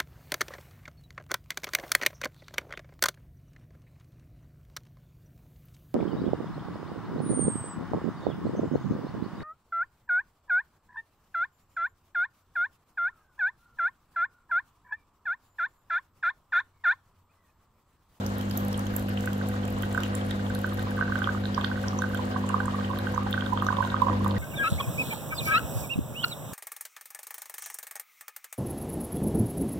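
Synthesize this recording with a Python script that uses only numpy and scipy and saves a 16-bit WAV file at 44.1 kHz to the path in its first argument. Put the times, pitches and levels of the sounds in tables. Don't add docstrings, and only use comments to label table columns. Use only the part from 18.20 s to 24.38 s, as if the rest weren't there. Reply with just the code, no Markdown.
import sys
import numpy as np
from scipy import signal
from scipy.fft import rfft, irfft, next_fast_len
from scipy.io import wavfile

SR = 44100
rng = np.random.default_rng(int(sys.argv[2]) if len(sys.argv) > 2 else 0)


def nominal_scale(level):
    x = np.asarray(level, float) / 20
    return 10 ** x


def dump(signal):
    limited = np.clip(np.atleast_2d(signal).T, -1, 1)
    pcm = np.round(limited * 32767).astype(np.int16)
    wavfile.write(sys.argv[1], SR, pcm)


N = 272634


def rms_one(x):
    return x / np.sqrt(np.mean(x ** 2) + 1e-20)


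def at_hz(points, hz):
    table_hz, values = np.array(points).T
    return np.interp(np.log(hz), np.log(table_hz), values)


def drift(rate_hz):
    r = np.exp(-80 * np.pi * rate_hz / SR)
    slow = signal.lfilter([1], [1, -2 * r, r * r], rng.standard_normal(N // 40 + 2002))
    slow = rms_one(slow[2000:])
    return np.interp(np.arange(N) / 40, np.arange(len(slow)), slow)


def resonate(x, hz, width_hz):
    r = np.exp(-np.pi * width_hz / SR)
    zeros = (1 - r * r) / 2 * np.array([1, 0, -1])
    poles = [1, -2 * r * np.cos(2 * np.pi * hz / SR), r * r]
    return signal.lfilter(zeros, poles, x + 1e-18)


def delay(x, ms):
    at = np.arange(N)
    return np.interp(at - ms * SR / 1000, at, x)


def add(track, s, shape):
    i = min(max(round(s * SR), 0), N)
    track[i:i + len(shape)] += shape[:N - i]


def after_change():
    change_s, change_time_s = 5.89, 0.023
    return np.clip((np.arange(N) / SR - change_s) / change_time_s + .5, 0, 1)


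# multiple of mains, left in dB, right in dB, left lead in rad, gain after the change in dB
HUM = [(2, -34.2, -35.1, -0.02, 6), (3, -53.1, -56.2, 0.25, 11), (4, -34.8, -33.9, -0.13, 3),
       (5, -39.8, -40.5, -0.18, 1), (6, -53.1, -51.7, -0.7, 8), (7, -62.1, -58.7, -0.57, 14),
       (9, -52.5, -54.4, 1.66, -3), (10, -45.8, -50.5, -0.38, 2), (11, -47.3, -53.7, -1.02, 8),
       (12, -66.1, -58.5, 0.22, 6), (13, -65.0, -60.9, 0.91, 6), (14, -71.8, -54.3, -1.24, 9),
       (15, -58.9, -54.7, -0.75, 2), (16, -65.4, -56.7, -2.07, 6), (17, -66.9, -62.4, -0.54, 17)]


def pump():
    mains_hz, stroke_s = 49.97, 0.003474
    t, out, changed = np.arange(N) / SR, np.zeros((2, N)), after_change()
    for k, left_db, right_db, lead, changed_db in HUM:
        phase = 2 * np.pi * k * mains_hz * (t - stroke_s) + 0.052 * k * drift(2.85)
        phase += (k > 5) * rng.uniform(0, 2 * np.pi) + 0.303 * (k - 2) ** 2 * changed
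        level = np.sqrt(2) * nominal_scale(min(changed_db, 6) * changed + 0.28 * k * drift(6.4))
        out[0] -= nominal_scale(left_db) * level * np.cos(phase)
        out[1] -= nominal_scale(right_db) * level * np.cos(phase - lead)
    return out


# delay in ms, level in dB.
PATHS = [
    [(.3, -15), (.71, 3), (1.33, -11), (3.1, -23)],
    [(0, -5.5), (.83, 3.5), (1.94, 4), (4.2, -4)],
]


def to_ports(x):
    return np.array([sum(nominal_scale(level_db) * delay(x, ms) for ms, level_db in side) for side in PATHS])


def bubble(hz, cycles, rise, attack_cycles):
    turn = np.arange(int(.05 * SR)) * hz / SR
    fade = (1 - np.exp(-turn / attack_cycles)) ** 2 * nominal_scale(-60 * (turn / cycles) ** 1.24)
    return fade / fade.max() * np.sin(2 * np.pi * turn * (1 + rise * turn / cycles))


# start in s, peak in dB, pitch in Hz, life in cycles.
GLUGS = [(2.79, -25.5, 1176, 16), (3.074, -15, 1270, 8.5), (3.149, -25, 1210, 10.9),
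         (3.378, -16, 1090, 11.5), (3.79, -25.5, 1035, 12), (3.993, -24.5, 970, 11),
         (4.161, -21.5, 1100, 18), (4.301, -25.5, 1070, 16.3), (4.343, -12.5, 1120, 12),
         (4.481, -18.5, 1110, 7.4), (4.544, -26.5, 1180, 30), (4.701, -27, 1082, 26.5),
         (4.978, -15, 1110, 11), (5.065, -22.5, 824, 9.9), (5.329, -18, 953, 16), (5.375, -20, 1180, 7.8),
         (5.423, -15, 1130, 7.1), (5.466, -19, 1217, 15), (5.504, -19, 1010, 13), (5.527, -20.5, 1120, 16),
         (5.585, -18, 1010, 16), (5.605, -17, 1050, 22), (5.743, -14.5, 1180, 11), (5.819, -11.5, 1043, 26),
         (5.8685, -17, 1030, 14), (5.884, -16.5, 1060, 17), (5.898, -18.5, 1120, 8.7),
         (5.93, -21.5, 950, 13), (6.046, -24, 1130, 9), (6.062, -15.5, 1050, 7.9)]
# start in s, peak in dB.
RINGERS = [(1.075, -26.5), (1.213, -32.5), (1.634, -27), (1.748, -23), (1.777, -16.5), (2.444, -19.5),
           (2.586, -33), (2.78, -26.5), (2.811, -16.5), (2.825, -18.5), (2.879, -26.5), (2.922, -20.5),
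           (2.956, -19), (3.019, -19.5), (3.091, -19), (3.443, -22.5), (3.515, -24.5), (3.577, -29),
           (3.64, -28.5), (3.821, -19.5), (3.841, -21.5), (3.947, -24.5), (4.403, -19), (4.87, -22.5),
           (5.141, -20.5), (5.178, -20), (5.223, -26.5), (5.487, -15), (5.626, -20.5), (5.765, -28)]
# start in s, peak in dB, pitch in Hz.
FAINT_BUBBLES = [(1.04, -38, 1520), (2.302, -31.5, 1550), (2.356, -35, 1540), (2.522, -31, 1217), (2.67, -31, 1100),
                 (2.897, -30, 1106), (2.988, -31.5, 1460), (3.041, -29, 1243), (3.175, -33, 1390),
                 (3.41, -32.5, 1123), (3.5, -35, 1270), (3.731, -30, 1180), (3.935, -33, 1520), (4.142, -35, 1520),
                 (4.239, -26.5, 1020), (4.325, -31, 1040), (4.403, -30, 810), (4.59, -28, 1130), (4.734, -27, 1095),
                 (4.773, -30, 1130), (4.941, -28.5, 962), (5.26, -32, 1520), (5.323, -22, 950), (5.55, -29, 1120),
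                 (5.569, -26, 1100), (5.649, -25.5, 1000), (5.673, -28.5, 1440), (5.719, -33, 1550),
                 (6.009, -28, 1060), (6.101, -32, 1010), (1.076, -34, 1900), (1.214, -37, 1900), (1.314, -37, 1900),
                 (1.634, -31, 1920), (1.778, -28, 1170), (2.11, -37, 1880), (3.09, -33, 2050), (3.444, -32, 1950),
                 (4.43, -31, 960), (4.452, -33, 960), (4.711, -26, 1020), (5.02, -32, 1220), (5.143, -31, 1920),
                 (5.355, -31, 900), (5.91, -35, 1930), (6.165, -33, 2000)]
# start in s, peak in dB.
MURMURS = [(1.1059, -41), (1.294, -38), (1.3135, -36), (1.3738, -45), (1.4401, -45), (1.7986, -39),
           (1.924, -48), (2.1944, -37), (2.2443, -46), (2.4743, -37), (2.594, -31), (2.7155, -35),
           (2.7716, -32), (3.237, -33), (3.2546, -32), (3.3448, -42), (3.3822, -28), (3.3994, -32),
           (3.9, -35), (4.123, -36), (4.1656, -32), (4.437, -38), (4.4598, -34), (4.4817, -40),
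           (4.7331, -37), (4.7596, -34), (4.791, -32), (4.8194, -37), (4.8918, -34), (5.0883, -40),
           (5.4258, -30), (5.8825, -36), (6.1604, -41)]


def large_bubbles(pops):
    large = [*GLUGS, *[(s, peak_db, 1463, 9.4) for s, peak_db in RINGERS]]
    shed = []
    for (s, peak_db, hz, _), (wait, size, pitch) in zip(large, rng.random((len(large), 3))):
        shed.append((s + .05 * (0.1176 + wait), peak_db - 14 - 5 * size, hz * (.85 + .2 * pitch), 14))
    faint = [(*row, 15.3) for row in FAINT_BUBBLES]
    murmurs = [(s, peak_db, 1620, 11.7) for s, peak_db in MURMURS]
    for s, peak_db, hz, cycles in [*large, *shed, *faint, *murmurs]:
        ring = bubble(0.924 * hz, max(cycles, 3), rise=0.17, attack_cycles=1.1)
        add(pops, s - .0008, nominal_scale(peak_db - 2.0) * ring)


# start in s, peak in dB, pitch in Hz.
PLINKS = [(0.21, -36.5, 3000), (0.5426, -32, 3140), (0.667, -37, 3130), (0.8844, -35, 2800),
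          (0.974, -27, 2860), (1.632, -31.5, 2980), (1.834, -24.5, 2863), (2.012, -36, 3130),
          (2.111, -27, 3580), (2.3496, -34, 4000), (2.594, -35, 3700), (3.042, -25, 3210),
          (3.2552, -27.5, 3800), (3.3445, -32.5, 3180), (3.411, -30, 3300), (3.445, -22.5, 3356),
          (3.8195, -34.5, 3710), (3.951, -32.5, 3080), (4.2904, -32, 2730), (4.6456, -30.5, 2886),
          (4.788, -32, 3820), (5.128, -22, 3400), (5.2083, -28, 3160), (5.2625, -30.5, 3500),
          (5.3744, -31, 3190), (5.3994, -32, 3260), (5.467, -33.5, 3760), (5.5682, -32, 3370),
          (5.7019, -31.5, 3600), (5.8177, -34, 3600)]
# start in s, peak in dB, pitch in Hz.
BEADS = [(0.3102, -35, 3060), (0.3651, -38.5, 3760), (0.825, -43, 2770), (1.074, -35, 2590),
         (1.1307, -37, 3190), (1.4336, -37, 3170), (1.4526, -39.5, 3070), (1.4825, -34, 2590),
         (1.6229, -35, 3160), (1.7474, -36, 2940), (1.8026, -36, 3670), (2.2648, -34, 3200),
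         (2.3082, -42, 3560), (2.81, -38, 2800), (2.9552, -34, 2970), (3.0191, -37, 2970),
         (3.2385, -36, 3920), (3.6825, -37.5, 3220), (3.9729, -34, 3300), (4.0332, -42, 2820),
         (4.1175, -42, 3010), (4.4029, -41, 2970), (4.5089, -39, 2990), (4.7132, -39, 3460),
         (4.7725, -36, 3060), (4.8692, -36, 2950), (5.6495, -33.5, 3680), (5.7648, -35, 3200),
         (5.887, -39, 3120), (6.0449, -37, 3400)]


def small_bubbles(pops):
    beads = [(s, peak_db - 1.5, hz) for s, peak_db, hz in BEADS]
    for s, peak_db, hz in [*PLINKS, *beads, (3.446, -27, 4300)]:
        add(pops, s, nominal_scale(peak_db + 3.0) * bubble(0.949 * hz, 18.7, rise=0.22, attack_cycles=0.33))


def bubble_patter(pops):
    for when, pitch, size in rng.random((600, 3)):
        s = when ** .7 * N / SR
        peak_db = -52.5 + 1.57 * s - 4.8 * np.log(size + 0.02)
        add(pops, s, nominal_scale(peak_db) * bubble(900 * 4.5 ** pitch ** 2.2, 5.7, rise=0.07, attack_cycles=0.66))


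# pitch in Hz, width in Hz, left in dB, right in dB.
BAY = [(787, 31, 1, 7.5), (1011, 45, -35, 1.5), (1180, 153, -1, -1), (1520, 85, 3.5, 11),
       (1862, 80, 5.5, 9), (2860, 78.4, 6, -13), (3190, 130, -12, 6.5), (3600, 190, 0.5, -13),
       (4180, 41, -2, -7.5)]


def gurgle():
    pops = np.zeros(N)
    large_bubbles(pops)
    small_bubbles(pops)
    bubble_patter(pops)
    churn_db, flicker_db = -52, 5.5
    stirred = pops + nominal_scale(churn_db + flicker_db * drift(31)) * rng.standard_normal(N)
    ring = np.zeros((2, N))
    for hz, width_hz, left_db, right_db in BAY:
        ring += resonate(stirred, hz, width_hz) * nominal_scale([[left_db], [right_db]])
    late = delay(pops, 0.22)
    left = late - 0.21 * resonate(late, 900, 400)
    return nominal_scale(-3.5) * np.array([left, pops]) + ring + nominal_scale(-13.5) * to_ports(pops), pops


def spit(noise, hz, treble_db, ms):
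    age = np.arange(len(noise)) / (ms * SR / 1000)
    slow = age * nominal_scale(0.18 * (treble_db + 2))
    high = signal.butter(4, 2000 + 0.39 * hz, "high", fs=SR, output="sos")
    tick = signal.sosfilt(high, noise * age ** 2 * np.exp(-2.2 * age))
    puff = noise * slow ** 2 * np.exp(-1.7 * slow)
    core = resonate(resonate(puff, hz, 0.2 * hz), hz, 0.2 * hz)
    shape = rms_one(core) + nominal_scale(treble_db + 17.0) * rms_one(tick)
    return shape / np.abs(shape).max()


# start in s, peak in dB, centre in Hz, treble share in dB.
SPITS = [(0.063, -26, 6340, -14), (0.2104, -34, 5730, -13), (0.3102, -29, 5180, -19),
         (0.528, -29.5, 5600, -16), (0.5761, -28.5, 9200, -31), (0.5926, -23.5, 6820, -7),
         (0.6674, -30, 6640, -19), (1.0068, -31, 5050, 2), (1.1313, -31, 7490, 0), (1.478, -28, 8550, -5),
         (1.7759, -33, 7730, -14), (1.8038, -30, 5750, -11), (1.8332, -29.5, 6400, -18),
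         (1.9508, -22, 8950, -19), (2.108, -30, 6230, -10), (2.5731, -34, 5630, -14),
         (2.9552, -35, 7700, -10.5), (2.9881, -31, 6660, -6), (3.345, -29, 5050, -41),
         (3.6147, -36, 5650, -10.5), (3.681, -24, 5620, -51), (3.787, -29.5, 5910, -41.5),
         (3.9459, -28, 5120, -11), (4.2896, -29.5, 8750, -26), (4.456, -31.5, 8460, -28),
         (4.9455, -37, 6400, -25), (5.3325, -32.5, 6550, -9), (5.465, -32.5, 6100, -27.5),
         (5.6735, -33.5, 7700, 3), (5.8182, -30.5, 5700, 1), (0.375, -25, 7300, -10),
         (0.7645, -25, 7900, -12), (0.069, -36, 6000, -6), (1.622, -35, 7600, -10)]
# start in s, peak in dB, centre in Hz.
TICKS = [(0.1825, -25, 13100), (0.3738, -11, 13600), (0.4484, -26.5, 11600), (0.4824, -28, 13200),
         (0.7951, -27, 11600), (0.7635, -13, 13000), (0.8247, -32, 11700), (0.8919, -32, 13400),
         (1.0256, -31, 13900), (1.058, -26, 13700), (1.2865, -26, 13660), (1.5035, -28, 15000),
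         (1.623, -23, 15400), (1.9754, -33.5, 15500), (2.0632, -32, 11600), (2.3492, -24.5, 11400),
         (2.4149, -31.5, 11500), (2.465, -30, 15400), (2.5331, -33, 14000), (2.5426, -31, 11600),
         (2.6263, -31, 11600), (2.7077, -34, 11400), (3.82, -31, 11600), (3.8906, -34, 15600),
         (4.787, -26, 13100), (5.1093, -23, 15500), (5.4226, -31.5, 11600), (5.4475, -30, 13900),
         (6.0444, -33, 12200), (6.0787, -28, 11300)]
# start in s, peak in dB, centre in Hz.
SPRAY = [(0.0912, -43, 10700), (0.2967, -40, 7640), (0.3401, -44, 13500), (0.6544, -40, 7750),
         (0.7063, -46, 11500), (0.7367, -45, 12600), (0.8849, -41, 13400), (0.9415, -44, 13400),
         (0.9687, -48, 7550), (1.1802, -40, 13300), (1.4521, -39.5, 7890), (1.5244, -39, 13500),
         (1.5848, -41, 7700), (1.7265, -36, 9280), (1.7459, -38, 8110), (1.8562, -45, 15500),
         (1.8796, -44.5, 11600), (2.0492, -43, 11500), (2.0862, -44.5, 11700), (2.1939, -51, 15400),
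         (2.2977, -42, 7810), (2.389, -42, 11500), (2.4912, -40, 11500), (2.593, -39, 12800),
         (2.7636, -40, 15400), (3.3902, -49, 11600), (3.4103, -45, 7590), (3.4436, -44, 11600),
         (3.4875, -50, 12900), (3.6282, -39, 11400), (3.9728, -41, 7780), (4.0537, -42, 8950),
         (4.4024, -48, 7860), (4.559, -45, 11500), (4.9771, -43, 12700), (5.6206, -41, 11600)]
# pitch in
# Hz, # width in Hz, level in dB.
DROP_MODES = [(6050, 67, -6), (7350, 95, -12.5), (11600, 160, -4), (12600, 260, -1.5), (13600, 140, -11),
              (15400, 280, -11)]


def spatter():
    ticks = np.zeros(N)
    droplets = [(*row, -12) for row in TICKS]
    spray = [(s, peak_db + 5, hz, -13.5) for s, peak_db, hz in SPRAY]
    clear = [*SPITS, *droplets, *spray]
    for (s, peak_db, hz, treble_db), noise in zip(clear, rng.standard_normal((len(clear), 900))):
        burst = spit(noise, hz, treble_db, ms=0.62 - 0.039 * hz / 1000)
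        add(ticks, s - .0004, nominal_scale(peak_db + 1.0) * burst)
    for (when, pitch, size), noise in zip(rng.random((260, 3)), rng.standard_normal((260, 400))):
        peak_db = -51.5 - 3.1 * np.log(size + 0.014)
        add(ticks, when ** 1.6 * N / SR, nominal_scale(peak_db) * spit(noise, 5000 * 3 ** pitch, -13.5, ms=0.39))
    ringing = sum(nominal_scale(level_db + 7.0) * resonate(ticks, hz, 1.7 * width_hz) for hz, width_hz, level_db in DROP_MODES)
    return to_ports(0.52 * ticks + ringing), ticks + ringing


# frequency in Hz, likeness from -1 to 1.
LIKENESS = [(35, 0.89), (100, 1), (270, 0.74), (500, 0.2), (1100, 0.95), (2500, 0.041), (6000, 0.095),
            (15000, 0.071)]
# frequency in Hz, left minus right in dB.
LEAN = [(60, -5), (99, 3), (160, -2), (270, 1.5), (450, -3.5), (740, 0), (1220, -2.5), (2010, 5.5),
        (3330, 6.5), (5500, 13), (9080, -2), (15000, 13.5)]


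def banded_noise(spectrum, shared_db, own_db):
    out, together = 0, drift(19)
    lowest_hz, highest_hz = spectrum[0][0], spectrum[-1][0]
    edges = lowest_hz * 2 ** np.arange(0, np.log2(highest_hz / lowest_hz), .4)
    white = rng.standard_normal((2, 2, N))
    for k, (low, high) in enumerate(zip(edges, edges[1:])):
        band = signal.butter(2, [low, high], "band", fs=SR, output="sos")
        mid, side = signal.sosfilt(band, white[k % 2])
        hz = np.sqrt(low * high)
        alike = np.clip(at_hz(LIKENESS, hz), -1, 1)
        lean = at_hz([(45, -.4), *LEAN], hz) / 2
        gain = nominal_scale(at_hz(spectrum, hz) + shared_db * together + own_db * drift(22))
        pair = np.sqrt(1 + alike) * mid + np.sqrt(1 - alike) * side * [[1], [-1]]
        out = out + gain * pair * nominal_scale(np.array([[lean], [-lean]]))
    out[0] = delay(out[0], 0.308)
    return out * np.sqrt(SR / 2)


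# frequency in Hz, density in dB per Hz.
RUMBLE = [(20, -93), (32, -70), (50, -64), (80, -68.5), (130, -67.5), (220, -68), (340, -73), (420, -74.5),
          (900, -100)]


def casing():
    rumble = banded_noise(RUMBLE, shared_db=-0.2, own_db=-0.3)
    boom = nominal_scale(-22.5) * resonate(rng.standard_normal(N), 343.4, 27.0)
    return (rumble + boom) * nominal_scale(4.2 * after_change())


# frequency in Hz, density in dB per Hz.
RUSH = [(250, -100), (420, -75.5), (600, -74), (800, -79), (1100, -76.5), (1600, -78.5), (2400, -94.5),
        (3100, -88), (4400, -97), (4900, -101), (9000, -110)]
# frequency in Hz, relative density in dB per Hz.
HISS = [(3500, -20), (5000, -16), (7500, 3.5), (9000, -7.5), (11600, -6), (13500, -7), (15500, -4),
        (20500, -18)]


def stream():
    rush_db, hiss_db = 1, -59
    rush = nominal_scale(rush_db + 0.35 * after_change()) * banded_noise(RUSH, shared_db=1.3658, own_db=1.56)
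    in_glass = nominal_scale(rush_db - 42.0) * resonate(rng.standard_normal((2, N)), 2844, 420)
    in_spout = resonate(resonate(rng.standard_normal((2, N)), 4250, 530), 4250, 530)
    hiss = nominal_scale(hiss_db) * rms_one(banded_noise(HISS, shared_db=2.0, own_db=2.0))
    return rush + in_glass + nominal_scale(rush_db - 48.0) * in_spout + hiss


# delay in ms, feedback as a factor.
SCATTER = [(1.7, -0.27), (3.9, 1.26), (7.3, 1.5)]


def kitchen(x):
    t60_s, wall_cut_hz, room_db = 0.33, 15000, -13.5
    size = next_fast_len(N + SR)
    turn = np.exp(-2j * np.pi * np.arange(size // 2 + 1) / size)
    dull = np.exp(-2 * np.pi * wall_cut_hz / SR)
    out = np.zeros((2, len(turn)), complex)
    for k, lag in enumerate((rng.uniform(.011, .034, 16) * SR).astype(int)):
        loss = nominal_scale(-60 * lag / SR / t60_s) * (1 - dull) / (1 - dull * turn)
        loop = loss * np.exp(lag * np.log(turn))
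        out[k % 2] += loop / (1 - loop) * (-1) ** (k // 2)
    for ms, back in SCATTER:
        late = np.exp(int(ms * SR / 1000) * np.log(turn))
        out = out * (late - back) / (1 - back * late)
    return nominal_scale(room_db) * irfft(out * rfft(x, size), size)[:, :N]


def scene():
    bubbles, pops = gurgle()
    drops, ticks = spatter()
    return pump() + bubbles + drops + casing() + stream() + kitchen(pops + nominal_scale(-3.0) * ticks)


def band_limit(x):
    return signal.sosfilt(signal.butter(12, 16520, fs=SR, output="sos"), x)


def record(dry):
    low_pass = signal.cheby2(16, 40, 16050, fs=SR, output="sos")
    return band_limit(signal.sosfilt(low_pass, dry))


dry = scene()
out = record(dry)
dump(out)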